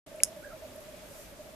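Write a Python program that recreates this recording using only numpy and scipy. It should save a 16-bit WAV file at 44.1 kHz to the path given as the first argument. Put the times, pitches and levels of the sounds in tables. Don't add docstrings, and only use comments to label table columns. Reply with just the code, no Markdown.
import sys
import numpy as np
from scipy import signal
from scipy.io import wavfile

SR = 44100
rng = np.random.default_rng(int(sys.argv[2]) if len(sys.argv) > 2 else 0)


def wav_out(sig):
    wavfile.write(sys.argv[1], SR, np.round(np.clip(np.atleast_2d(sig).T, -1, 1) * 32767).astype(np.int16))


N = 68355
T = np.arange(N) / SR

# (frequency [Hz], level in a 1 Hz band [dB])
AIR_SPECTRUM = [(25, -78.5), (45, -78), (90, -80), (140, -82.5), (260, -81), (450, -83), (750, -86.5),
                (1100, -90), (2500, -92.5), (4000, -96.5), (8000, -96.5), (14000, -99)]
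# (frequency [Hz], left minus right [dB])
AIR_BALANCE = [(30, 4), (100, -1), (500, -2.3), (1000, 0.5), (6000, 0), (12000, -1.5)]
# (frequency [Hz], likeness [0 to 1])
AIR_CORRELATION = [(30, 0.75), (250, 0.67), (1000, 0.3), (3000, 0.12), (8000, 0.05), (14000, 0.084)]
# (time [s], level change [dB])
TREBLE_SWELL = [(0, -2), (.55, -1), (.8, -0.3), (1.02, -0.1), (1.19, 5.5), (1.34, -1), (1.55, -1)]
# (time [s], level change [dB])
MIDRANGE_SWELL = [(0, -0.5), (.6, 0), (1.02, 1.4), (1.25, 1), (1.55, -1)]
# (middle time [s], length [s], level [dB], pitch [Hz])
FAR_HUMS = [(.39, .09, -60, 317.4), (.70, .13, -57, 255), (1.0, 0.0905, -59, 183), (1.25, .2, -64.5, 312)]
# (time [s], level [dB], centre frequency [Hz])
GRASS_CRACKLES = [(.162, -53, 9500), (.762, -53, 11100), (.806, -54, 10500), (.892, -56, 7360)]
# (time [s], pitch [Hz], level [dB])
CALL_CURVE = [(.415, 1467, -67), (.432, 1493, -60.5), (.448, 1660, -48.5), (.464, 1634, -53),
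              (.484, 1673, -54), (.498, 1572, -58), (.507, 1450, -57), (.517, 1310, -57),
              (.526, 1364, -50.5), (.54, 1400, -64), (.56, 1390, -74)]
# (time [s], left strength [dB], right strength [dB])
CLICK_HITS = [(0.2346, 12.5, 11.5), (.2415, -22, -25), (0.2463, -14, -9.5), (0.2529, -18, -21)]
# (frequency [Hz], width [Hz], left boost [dB], right boost [dB])
CLICK_RESONANCES = [(5480, 320, 7.5, 5.5), (6550, 150, 5.5, 7), (7130, 160, 0, 5.5), (7780, 550, 1.5, 4.5),
                    (9880, 810, 1, 11), (10940, 580, -2, 5.5), (12300, 650, 6.5, 10.5),
                    (14300, 540, -2, 10.5)]
# (middle time [s], length [s], relative level [dB], pitch [Hz], glide [Hz/s])
NEAR_COOS = [(0.125, .02, -44.5, 593, 0), (.151, .032, -44, 601, -2), (0.187, .045, -46.5, 632, 600),
             (0.213, .045, -45, 558, -4), (.25, .04, -49.5, 591, 0), (0.284, .04, -48, 627, 1200),
             (0.321, .04, -51.5, 643, 0), (.371, 0.031, -42.5, 610, 600), (.402, 0.033, -47, 601.6, -900),
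             (0.467, 0.037, -44, 604, 1200), (0.504, .04, -49.5, 615, 0), (0.548, 0.051, -46, 630, 2),
             (.635, .04, -43.5, 628.4, -500), (0.653, 0.024, -41, 602, -900), (.725, 0.023, -47, 554, 0),
             (.762, 0.0184, -44, 597, 1500), (0.786, .044, -44.5, 631.6, 0), (0.868, .04, -51, 586, 0),
             (0.894, .044, -46.5, 603.5, 1200), (.944, 0.022, -43.5, 594, -900),
             (0.984, 0.0229, -51, 590, 0), (1.044, 0.053, -48.5, 597.5, -900), (1.121, 0.035, -52, 568, 0),
             (1.164, 0.027, -49.5, 625, 0), (1.196, .036, -46.5, 597, -2500),
             (1.334, 0.024, -47.5, 580, -1800), (1.408, .042, -43, 616, 2),
             (1.467, 0.033, -50.5, 611, 2500), (1.49, 0.019, -47.5, 607, 0), (1.54, 0.035, -50, 631, 0)]

GROUSE_PAN_DB = -3


def from_db(db):
    return 10 ** (np.asarray(db) / 20)


def rms_one(x):
    return x / np.sqrt(np.mean(x ** 2) + 1e-20)


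def pan(db):
    return from_db([[db / 2], [-db / 2]])


def in_time(rows):
    times, *columns = np.transpose(rows)
    return [np.interp(T, times, column) for column in columns]


def at_hz(points, hz):
    frequencies, values = np.transpose(points)
    return np.interp(np.log(hz), np.log(frequencies), values)


def drift(rate_hz):
    step = 40
    pole = np.exp(-2 * np.pi * rate_hz * step / SR)
    noise = rng.standard_normal(N // step + 2002)
    slow = signal.lfilter([1], [1, -2 * pole, pole * pole], noise)[2000:]
    return np.interp(np.arange(N) / step, np.arange(len(slow)), rms_one(slow))


def band(x, low_hz, high_hz, order=2):
    sos = signal.butter(order, [low_hz, min(high_hz, SR / 2 - 1)], "band", fs=SR, output="sos")
    return signal.sosfilt(sos, x + 1e-18)


def note(middle, length, hz, glide=0, waver=np.zeros(N)):
    out, sounding = np.zeros(N), abs(T - middle) < length / 2
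    t = T[sounding] - middle
    phase = 2 * np.pi * (np.cumsum(hz + glide * t + waver[sounding]) / SR + rng.random())
    out[sounding] = np.sqrt(2) * np.cos(np.pi * t / length) * np.sin(phase)
    return out


def with_echo(x, echo_db, fade_s=.25):
    tails = rng.standard_normal((2, N)) * from_db(-60 * T / fade_s)
    echo = signal.fftconvolve(x[None], rms_one(tails) / np.sqrt(N), axes=1)[:, :N]
    return x + from_db(echo_db) * echo


def air(flicker_db=.83, middle_from_hz=900, treble_from_hz=5200):
    edges = 20 * 2 ** np.arange(0, 10.1, .5)
    (treble_db,), (middle_db,) = in_time(TREBLE_SWELL), in_time(MIDRANGE_SWELL)
    white = rng.standard_normal((2, 2, N)) * np.sqrt(SR / 4)
    out = 0
    for k, (low, high) in enumerate(zip(edges, edges[1:])):
        shared, side = band(white[k % 2], low, high)
        hz = np.sqrt(low * high)
        alike = at_hz(AIR_CORRELATION, hz)
        stereo = np.sqrt(1 + alike) * shared + np.sqrt(1 - alike) * side * [[1], [-1]]
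        swell_db = treble_db if hz > treble_from_hz else middle_db if hz > middle_from_hz else 0
        level_db = at_hz(AIR_SPECTRUM, hz) + swell_db + flicker_db * drift(11)
        out = out + pan(at_hz(AIR_BALANCE, hz)) * from_db(level_db) * stereo
    return out


def far_hums():
    return sum(from_db(db) * note(s, length, hz) for s, length, db, hz in FAR_HUMS)


def grass(width_s=.0031):
    out = 0
    for s, db, hz in GRASS_CRACKLES:
        noise = rms_one(band(rng.standard_normal((2, N)), hz / 1.1, hz * 1.1))
        out = out + from_db(db) * np.exp(-((T - s) / width_s) ** 2) * noise
    return out


def far_grouse(count=100, coo_s=.032, pitch_hz=601.2, spread_hz=45.1):
    times = (np.arange(count) + rng.random(count)) * T[-1] / count
    pitches = pitch_hz + spread_hz * np.sqrt(3) * rng.uniform(-.99, 1, count)
    glides = 480 * rng.standard_normal(count)
    chorus = rms_one(sum(note(s, coo_s, hz, glide) for s, hz, glide in zip(times, pitches, glides)))
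    level_db = -53 - 6 * T
    return pan(GROUSE_PAN_DB) * from_db(level_db) * with_echo(chorus, echo_db=-11.5)


def far_call(waver_hz=42, rough_db=3):
    hz, db = in_time(CALL_CURVE)
    sounding = (T > CALL_CURVE[0][0]) & (T < CALL_CURVE[-1][0])
    phase = 2 * np.pi * np.cumsum(hz + waver_hz * drift(142)) / SR
    voice = np.sqrt(2) * from_db(db + rough_db * drift(210)) * sounding * np.sin(phase)
    return pan(-7) * with_echo(voice, echo_db=-9.5)


def tick(time_s=.2037, length_s=.0021, hz=2394, bounce_s=.0017):
    first = note(time_s, length_s, hz)
    bounce = from_db(-5.5) * note(time_s + bounce_s, length_s / 2, hz)
    return pan(3.5) * from_db(-34.5) * (first + bounce)


def click(ring_s=.013, tail_s=.18):
    hits = np.zeros((2, N))
    for s, left_db, right_db in CLICK_HITS:
        hits[:, int(s * SR)] = from_db([left_db, right_db])
    age = np.maximum(T - CLICK_HITS[0][0], 0)
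    scatter = (age > 0) * rng.standard_normal((2, N))
    tail = scatter * from_db(-60 * age / tail_s)
    ring = scatter * from_db(-14.5 - 60 * age / ring_s)
    snap = hits + pan(1) * (from_db(-39.5) * tail + ring)
    body = signal.sosfilt(signal.cheby1(8, .5, 5130, "high", fs=SR, output="sos"), snap + 1e-18)
    body = signal.sosfilt(signal.butter(8, 10900, "low", fs=SR, output="sos"), body)
    for hz, width, left_db, right_db in CLICK_RESONANCES:
        resonance = signal.lfilter(*signal.iirpeak(hz, hz / width, fs=SR), body)
        body = body + (from_db([[left_db], [right_db]]) - 1) * resonance
    crack = pan(-7.5) * from_db(-18) * band(snap, 1390, 4850, order=7)
    lingering = from_db(-35.5) * band(tail, 5050, 6150, order=3)
    return body + crack + lingering


def near_grouse(gain_db=-.5, waver_hz=12.6):
    waver = waver_hz * drift(48)
    coos = sum(from_db(db) * note(s, length, hz, glide, waver) for s, length, db, hz, glide in NEAR_COOS)
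    return pan(GROUSE_PAN_DB) * from_db(gain_db) * with_echo(coos, echo_db=-12)


def scene():
    return near_grouse() + far_grouse() + far_call() + far_hums() + tick() + click() + grass() + air()


def record(dry, start_s=.062, fade_in_s=.003, cutoff_hz=14150):
    fade_in = np.clip((T - start_s) / fade_in_s, 0, 1)
    clipped = np.clip(dry * fade_in, -1, 1)
    return signal.sosfilt(signal.ellip(12, .1, 100, cutoff_hz, fs=SR, output="sos"), clipped)


dry = scene()
out = record(dry)
wav_out(out)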